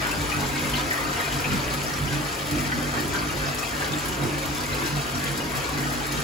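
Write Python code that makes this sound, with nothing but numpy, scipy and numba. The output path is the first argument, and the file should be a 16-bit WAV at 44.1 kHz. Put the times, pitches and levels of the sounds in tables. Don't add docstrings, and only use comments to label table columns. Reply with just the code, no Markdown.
import sys
import numpy as np
from scipy import signal
from scipy.fft import rfft, irfft, next_fast_len
from scipy.io import wavfile
from scipy.ndimage import uniform_filter1d, map_coordinates
from numba import njit

SR = 44100
rng = np.random.default_rng(int(sys.argv[2]) if len(sys.argv) > 2 else 0)


def unload_audio(sound):
    columns = np.transpose(np.atleast_2d(sound))
    steps = np.round(np.clip(columns, -1, 1) * 32767)
    wavfile.write(sys.argv[1], SR, steps.astype(np.int16))


N = 274743


def gain_of(db):
    return 10 ** (np.asarray(db) / 20)


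def unit_rms(x):
    return x / np.sqrt(np.mean(x ** 2) + 1e-20)


def curve_at(points, hz):
    point_hz, value = np.transpose(points)
    return np.interp(np.log(hz + 1), np.log(point_hz + 1), value)


def filtered(x, response):
    size = next_fast_len(x.shape[-1] + 4096, True)
    spectrum = rfft(x, size) * response(np.fft.rfftfreq(size, 1 / SR))
    return irfft(spectrum, size)[..., :x.shape[-1]]


def coloured(x, points):
    return filtered(x, lambda hz: gain_of(curve_at(points, hz)))


def split(x, edges_hz):
    lows = [filtered(x, lambda hz: 1 / (1 + (hz / edge) ** 12)) for edge in edges_hz]
    return np.diff([0 * x, *lows, x], axis=0)


def wander(per_s):
    steps = rng.standard_normal(4096)
    return unit_rms(np.interp(np.arange(N) / SR * per_s, np.arange(len(steps)), steps))


def add(mix, start_s, sound):
    part = mix[:, max(round(start_s * SR), 0):][:, :sound.shape[1]]
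    part += sound[:, :part.shape[1]]


def impacts(per_s, spread_db, size=N):
    at = np.flatnonzero(rng.random(size) < per_s / SR)
    strength = gain_of(spread_db * np.minimum(rng.exponential(1, len(at)), 4))
    train = np.zeros((2, size))
    train[:, at] = strength * rng.choice([-1, 1], (2, len(at)))
    return train


@njit
def damped_tones(start, turn, fade, glide, strength, size):
    out = np.zeros((2, size))
    for k in range(len(start)):
        phasor = 1 + 0j
        step, bend = np.exp(1j * turn[k] - fade[k]), np.exp(1j * glide[k])
        for n in range(start[k], min(start[k] + int(5 / fade[k]), size)):
            phasor *= step
            step *= bend
            out[0, n] += strength[k, 0] * phasor.imag
            out[1, n] += strength[k, 1] * phasor.imag
    return out


def bubbles(birth_s, hz, amplitude, cycles, rise):
    turn, fade = 2 * np.pi * hz / SR, hz / (SR * cycles)
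    glide = turn * fade * rise
    strength = (2 * np.sqrt(fade) * amplitude)[:, None] * rng.choice([-1, 1], (len(birth_s), 2))
    return damped_tones((birth_s * SR).astype(np.int64), turn, fade, glide, strength, N)


def echoes(tub_db=-4.0, tub_t60_s=0.075, room_db=-6, room_t60_s=0.25):
    t = np.arange(SR // 3) / SR
    response = np.zeros((2, len(t)))
    for db, t60 in [(tub_db, tub_t60_s), (room_db, room_t60_s)]:
        taps = impacts(3000, 0, size=len(t)) * (t > .0015) * gain_of(-60 * t / t60)
        response += gain_of(db) * taps / np.linalg.norm(taps, axis=1, keepdims=True)
    return response


def bathroom(direct, shifts_per_s=9, spots=6):
    shares = np.array([wander(shifts_per_s) for _ in range(spots)])
    shares /= np.linalg.norm(shares, axis=0)
    return direct + sum(signal.oaconvolve(direct * share, echoes(), axes=1)[:, :N] for share in shares)


def stereo_image(pair):
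    # frequency in Hz, coherence (clipped to 0-1 below).
    coherence = [(60, 1.5), (140, 0.77), (300, 0.92), (550, 0.52), (800, 0.22), (950, 0.4), (1120, 0),
                 (1350, 0.52), (1600, 0.3), (1750, 0.44), (2200, 0.26), (2550, 0.8), (3400, 0.36),
                 (4600, 0.65), (5600, 0.1), (6300, 0.27), (7100, 1), (8300, 0.3), (8500, 3), (15000, 3)]
    # frequency in Hz, left minus right phase in radians.
    phase_difference = [(0, 0), (520, 0.7), (950, 0.7), (1460, -3.5), (2580, -6.0), (7410, -6.3),
                        (8350, -9.1), (9650, -9.7), (10500, -12.5), (11700, -12.6), (12600, -15.5),
                        (14000, -15.9), (14600, -18.9), (16500, -18.8)]
    # frequency in Hz, left minus right level in dB.
    balance = [(60, -0.5), (110, -3), (200, 0), (380, -2), (750, 3), (1000, 2), (1250, 0.5), (1700, 1.2),
               (2200, 4.5), (2700, 1.5), (4800, 2.5), (8120, 1.5), (15000, 0)]
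    alike = lambda hz: np.clip(curve_at(coherence, hz), 0, 1)
    rotation = lambda hz: np.exp(-1j * np.interp(hz, *np.transpose(phase_difference)))
    tilt = lambda hz: gain_of(np.array([[.5], [-.5]]) * curve_at(balance, hz))
    left, unrelated = pair
    right = filtered(left, lambda hz: alike(hz) * rotation(hz))
    right += filtered(unrelated, lambda hz: np.sqrt(1 - alike(hz) ** 2))
    return filtered(np.array([left, right]), tilt)


def foam(flutter_db=1, flutters_per_s=110):
    return unit_rms(rng.standard_normal((2, N)) * gain_of(flutter_db * wander(flutters_per_s)))


def spray(per_s, spread_db, bursts_per_s, burst_db, burst_s, drizzle):
    age = np.arange(SR // 16) / SR / burst_s
    onsets = abs(impacts(bursts_per_s, burst_db)[0])
    bursts = signal.oaconvolve(onsets, np.sqrt(age) * np.exp(-age))[:N]
    return unit_rms(impacts(per_s, spread_db) * (drizzle + unit_rms(bursts)))


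def plinks(level_db=-14, middle_hz=2600, octaves=1.15, spread_db=3.0, count=700):
    when, down, up, luck = rng.random((count, 4)).T
    hz = middle_hz * 2 ** (octaves * (up - down))
    amplitude = gain_of(-spread_db * np.log(np.maximum(luck, .15)))
    return gain_of(level_db) * unit_rms(bubbles(when * N / SR, hz, amplitude, cycles=34, rise=0.0278))


def churn(lowest_hz=340, spread_db=3, cloud_db=1.43, clouds_per_s=35, clouds_per_octave=2.52,
          count=36000):
    when, height, luck = rng.random((count, 3)).T
    birth_s, octave = when * N / SR, height * 5
    hz = lowest_hz * 2 ** octave
    place = [birth_s * clouds_per_s, octave * clouds_per_octave]
    clouds = map_coordinates(rng.standard_normal((1024, 64)), place, order=1, mode="wrap")
    db = cloud_db * np.minimum(clouds, 2) - spread_db * np.log(np.maximum(luck, .03))
    amplitude = np.sqrt(hz) * gain_of(db)
    return unit_rms(bubbles(birth_s, hz, amplitude, cycles=10, rise=0.0495))


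def steady_rush():
    # frequency in Hz, gain in dB.
    foam_share = [(400, -0.5), (1500, -2.5), (4000, -2), (8000, -4.5), (15000, 2)]
    bubble_share = [(400, -3), (1500, -2), (4000, -4.5), (8000, -2.5), (15000, -5)]
    drop_share = [(400, -18), (1500, -9.5), (4000, -4), (7000, -1.5), (10000, -13), (15000, -15)]
    mist_share = [(400, -39), (4000, -18), (8000, -1), (11000, -2.5), (15000, 0)]
    drops = spray(per_s=5000, spread_db=5.0, bursts_per_s=110, burst_db=2.0, burst_s=0.0033, drizzle=0.61)
    mist = spray(per_s=4000, spread_db=3.0, bursts_per_s=99, burst_db=3.0, burst_s=0.0016, drizzle=0.5)
    layers = [(foam(), foam_share), (churn(), bubble_share), (drops, drop_share), (mist, mist_share)]
    return sum(coloured(layer, share) for layer, share in layers)


def surging(water, shared_db=0.44, own_db=0.43, swings_per_s=32, width_octaves=1.23):
    # peak time in seconds, half-length in seconds, swell in dB, middle pitch in Hz.
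    surges = [(0.05, 0.07, 5, 1300), (0.37, 0.047, 4.5, 800), (0.567, .1, 1.5, 5000),
              (0.765, 0.084, 3.2, 3600), (0.98, 0.049, 1.5, 2200), (1.21, 0.12, 1, 2100),
              (1.488, 0.29, 1.5, 1900), (2.14, 0.039, 1.5, 2600), (2.97, .06, 3, 750),
              (3.153, 0.052, 4, 1700), (3.452, 0.056, 4.5, 1800), (3.808, 0.049, 4, 1500),
              (4.23, 0.053, 3.5, 600), (4.6, 0.11, 1, 4200), (4.746, 0.032, 3.5, 700),
              (4.827, 0.095, 2.3, 2200), (5.228, 0.078, 1, 1600), (5.4, 0.075, 2.5, 700),
              (5.573, 0.041, 2.5, 4000), (5.87, 0.49, 0, 1600)]
    # time in seconds, slow level change of the breaking water in dB.
    pour = [(0, 0.4), (1.35, 0.5), (1.8, -0.34), (2.35, -0.3), (3.2, -1), (3.95, -0.56), (4.7, -0.1),
            (5.5, -0.8), (6.23, 0)]
    band_centres = [600, 1200, 2400, 4800, 9600]
    t, centres = np.arange(N) / SR, np.array(band_centres)
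    peak_s, half_s, db, hz = np.transpose(surges)
    time_weight = np.maximum(1 - abs(t - peak_s[:, None]) / half_s[:, None], 0)
    band_weight = np.exp(-.5 * (np.log2(centres[:, None] / hz) / width_octaves) ** 2)
    swells_db = (band_weight * db) @ time_weight + np.interp(t, *np.transpose(pour))
    swells_db += shared_db * wander(swings_per_s)
    bands = split(water, np.sqrt(centres[1:] * centres[:-1]))
    return sum(band * gain_of(swell + own_db * wander(swings_per_s))
               for band, swell in zip(bands, swells_db))


def spits(level_db=7, fade_s=.004, per_s=4000, highpass_hz=7000):
    # time in seconds, relative level in dB.
    handfuls = [(0.112, 16.5), (0.62, 8), (0.695, 15), (0.735, 9), (0.767, 6), (0.908, 9), (0.929, 14),
                (1.34, 10), (1.737, 15), (1.832, 16), (2.511, 17), (2.604, 14), (3.004, 14), (3.307, 8),
                (3.547, 16), (3.589, 14), (3.629, 14), (3.876, 12), (3.987, 12), (4.056, 16), (4.083, 17),
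                (4.382, 12), (4.457, 16), (4.577, 9), (5.011, 12), (5.316, 10), (5.374, 17.5), (5.442, 9),
                (5.568, 13), (6.122, 15), (6.2, 12)]
    out, age = np.zeros((2, N)), np.arange(SR // 16) / SR / fade_s
    for time_s, db in handfuls:
        ticks = unit_rms(impacts(per_s, spread_db=1.1, size=len(age)))
        add(out, time_s - fade_s / 2, gain_of(db + level_db) * ticks * age * np.exp(-age))
    return filtered(out, lambda hz: hz ** 2 / (hz ** 2 + highpass_hz ** 2))


def gurgles(level_db=-0.8, taper=0.25, count=24):
    # start in seconds, length in seconds, pitch in Hz, fractional scatter, relative level in dB.
    runs = [(0.335, 0.06, 2480, .05, 4), (0.5, 0.21, 2380, 0.1, 4.5), (0.37, 0.069, 795, 0.35, 5),
            (0.5, 0.9, 532, 0.019, 8), (0.745, .07, 3350, .16, 6.5), (0.765, .06, 531, 0.043, 16.5),
            (0.915, 0.12, 1970, .08, 5), (0.93, .17, 1284, 0.13, 4), (1.15, 0.083, 1884, .18, 5.5),
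            (1.45, 0.17, 1320, 0.049, 6), (1.48, 0.12, 3070, .05, 1), (2.94, 0.064, 1257, 0.1, 1),
            (3.7, .15, 1740, 0.096, -7), (4.26, 0.2, 2456, 0.059, 5), (4.5, 0.66, 2560, 0.026, -0.5),
            (4.82, 0.072, 1530, 0.063, 5), (5.225, 0.072, 2210, 0.28, -1), (5.72, 0.27, 1644, .13, 2),
            (5.82, 0.22, 1250, 0.1, -1)]
    start, length, pitch, scatter, db = np.repeat(runs, count, axis=0).T
    when, blur, detune = rng.random((len(start), 3)).T
    birth_s = start + length * (when + taper * (blur - when))
    hz = pitch * np.exp(scatter * (2 * detune - 1))
    bandwidth_hz = 2 * scatter * pitch
    energy_share = abs(2 * length * bandwidth_hz) / count
    return bubbles(birth_s, hz, gain_of(db + level_db) * np.sqrt(energy_share), cycles=24, rise=0.014)


def slaps(level_db=27, scatter=0.1, weakening=1.74, count=14):
    # start in seconds, pitch in Hz, relative level in dB, stragglers' delay scale in seconds.
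    lumps = [(0.113, 2650, 9.5, 0.0047), (0.318, 2520, 14, .002), (0.385, 680, 5, 0.0053),
             (0.737, 3070, 15, 0.0038), (0.759, 4180, 9, .005), (0.78, 980, 8, 0.007),
             (0.909, 1940, 13.5, .003), (0.934, 2040, 8, 0.0033), (0.962, 1880, 3, .004),
             (0.975, 1130, 3, .004), (1.001, 2220, 3, .003), (1.017, 1980, 3, 0.0027),
             (1.193, 1330, 3, .004), (1.194, 2040, 5, 0.0047), (1.318, 3020, 7.5, .004),
             (1.444, 2490, 11, .003), (1.506, 3050, 4, .004), (1.524, 1310, 3, .004),
             (1.563, 1320, 5, .004), (1.866, 5570, 7, 0.0026), (1.936, 5570, 5, .003),
             (2.078, 3000, 6, 0.0035), (2.144, 2700, 4, .004), (2.717, 1586, 9, .0015),
             (2.721, 1940, 10.5, .0015), (2.966, 1156, 5, .004), (2.975, 1750, 6, .005),
             (3.146, 1550, 7.5, .005), (3.168, 1540, 7, 0.0046), (3.188, 4700, 6.5, 0.0052),
             (3.299, 2750, 5.5, 0.0044), (3.429, 1540, 6.5, 0.0039), (3.459, 5120, 4, 0.0046),
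             (3.584, 5720, 2.5, .006), (3.63, 2550, 8, 0.0038), (3.732, 1680, 2.5, 0.0035),
             (3.82, 1617, 5, 0.0038), (3.934, 3560, 9, 0.0019), (3.985, 7600, 7, 0.0047),
             (4.467, 807, 6, .004), (4.729, 4060, 6, .004), (4.855, 1530, 4, 0.004), (4.861, 5700, 6, .006),
             (4.862, 3970, 6, 0.011), (5.063, 3020, 4, .008), (5.149, 5560, 6, .005),
             (5.226, 1790, 7, .0039), (5.267, 3290, 7, .004), (5.277, 2300, 4, .004),
             (5.402, 2840, 5, 0.005), (5.517, 1072, 5, .004), (5.688, 1110, 6, .004), (5.9, 1630, 5, .004)]
    start, pitch, db, lag = np.repeat(lumps, count, axis=0).T
    rank = np.tile(np.arange(count), len(lumps))
    straggler = rank > 0
    early, late, detune = rng.random((len(start), 3)).T
    delay = abs(lag * np.log(early * late + 0.0014)) * straggler
    hz = pitch * np.exp(scatter * (2 * detune - 1) * straggler)
    amplitude = gain_of(db + level_db) * np.sqrt(pitch / SR / (rank + 1) ** weakening)
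    return bubbles(start + delay, hz, amplitude, cycles=14, rise=0.014)


def breaking_water():
    # frequency in Hz, gain in dB; it falls gently above the bubbles' peak.
    colour = [(150, -17), (330, -5.5), (450, -3), (700, -3), (1080, -4), (1300, -0.46), (1430, -1.5),
              (1850, -4.5), (2150, -6), (2500, -7), (2750, -9.5), (3100, -9), (3600, -10.5), (4300, -11.5),
              (4600, -10), (5000, -11.5), (6000, -13.5), (8000, -16), (11000, -17.5), (15500, -23.5)]
    splashing = surging(steady_rush() + plinks()) + slaps() + gurgles() + spits()
    return unit_rms(coloured(bathroom(splashing), colour))


def gulping(rise_s=0.05, fade_s=0.055, swings_per_s=14):
    # peak time in seconds, then relative levels of thud, boom, drone and gurgle in dB.
    gulps = [(0.21, -31, -32, -50, -56), (0.4, -38, -32, -33.5, -49), (0.45, -36, -52, -48, -50),
             (0.55, -50, -53, -37.5, -50), (0.66, -53, -35, -39, -44), (0.75, -34, -34, -37, -57),
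             (0.86, -37, -53, -44, -33.5), (1.07, -55, -32.5, -41, -38), (1.36, -34, -32, -50, -36.5),
             (1.535, -36, -24.5, -32, -46), (1.66, -36, -47, -50, -47), (1.75, -50, -34, -52, -56),
             (2.04, -31, -29, -52, -49), (2.125, -44, -29, -47, -37), (2.2, -50, -33.5, -43, -35),
             (2.555, -33, -30, -35, -31.5), (2.64, -38, -32, -37, -37), (2.775, -47, -30, -31, -41),
             (2.85, -39, -39, -37, -47), (2.99, -48, -40, -49, -32.5), (3.1, -38, -39, -37, -38),
             (3.22, -37, -46, -36, -38), (3.3, -50, -46, -50, -42), (3.4, -35, -38, -54, -50),
             (3.47, -40, -37, -41, -52), (3.95, -45, -34, -54, -34.5), (4.1, -39, -42, -52, -35),
             (4.25, -40, -28, -52, -30), (4.34, -41, -33, -55, -35), (4.47, -35, -37, -52, -35),
             (4.74, -35, -41, -54, -42), (4.84, -39, -39, -48, -32), (4.96, -41, -27.5, -46, -40),
             (5.17, -40, -35, -34.5, -54), (5.275, -49, -29, -53, -56), (5.37, -52, -52, -36, -40),
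             (5.46, -50, -48, -35, -43), (5.57, -48, -31, -60, -52), (5.78, -47, -34, -45, -34),
             (5.86, -48, -42, -36.5, -54), (6.17, -40, -29.5, -51, -39.5)]
    # relative level between gulps in dB, share of churning, random swing in dB.
    rumble = [(-39.5, 0.25, 1.2), (-38, 1, 1), (-42.5, 1, 1.2), (-41.5, 0.46, 2)]
    # time in seconds, strength of the jet's churning in dB.
    churning = [(0, 2), (0.85, 0), (1.2, -3), (1.45, -0.5), (1.85, 0.5), (2.15, 1.5), (2.33, -3.5),
                (2.62, 2), (3.2, 0.5), (3.7, -1), (4.35, 0), (4.65, 0), (5.2, -3), (5.65, -3), (5.9, 4.5),
                (6.23, -3)]
    churning_db = np.interp(np.arange(N) / SR, *np.transpose(churning))
    power = np.array([gain_of(db + share * churning_db + swing_db * wander(swings_per_s)) ** 2
                      for db, share, swing_db in rumble])
    age = np.arange(-SR // 8, SR // 2) / SR
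    swell = np.exp(-(age / np.where(age < 0, rise_s, fade_s)) ** 2)
    for peak_s, *levels_db in gulps:
        add(power, peak_s + age[0], np.outer(gain_of(levels_db), swell) ** 2)
    return np.sqrt(power)


def plunge(smoothing_s=0.094, murmur_db=-44):
    # frequency in Hz, width in Hz, relative level in dB.
    modes = [(35, 10, -28), (57, 13.2, 1.5), (93, 15, -2), (141, 12.5, 7.5), (176, 19, -12),
             (197, 30, -9.5), (244.3, 10.3, -3.5), (272, 19, -13), (299, 16, -4), (336, 30, -11),
             (377.6, 28, -16.5), (419.4, 50, -12), (470, 20, -26), (539, 22, -11.5), (565, 16, -22),
             (669, 27, -17)]
    # upper edge in Hz of the thud, boom, drone and gurgle bands in turn.
    band_edges = [112, 215, 275, 385]
    resonance = lambda hz: np.sqrt(sum((gain_of(db) / (1 + (2 * (hz - centre) / width) ** 2)) ** 2
                                       for centre, width, db in modes))
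    ringing = filtered(rng.standard_normal((2, N)), resonance)
    *low_bands, murmur = split(ringing, band_edges)
    out = gain_of(murmur_db) * unit_rms(murmur)
    for band, envelope in zip(low_bands, gulping()):
        power = uniform_filter1d(band ** 2, int(smoothing_s * SR))
        power = uniform_filter1d(power, int(smoothing_s * SR / 2))
        out += envelope * band / np.sqrt(abs(power) + 1e-12)
    return out


def scene(water_db=-28.5, plunge_db=-1.0):
    return stereo_image(gain_of(water_db) * breaking_water() + gain_of(plunge_db) * plunge())


def record(dry, cutoff_hz=15800):
    lowpass = signal.firwin(511, cutoff_hz, window=("kaiser", 9), fs=SR)
    return signal.oaconvolve(dry, lowpass[None], "same")


dry = scene()
out = record(dry)
unload_audio(out)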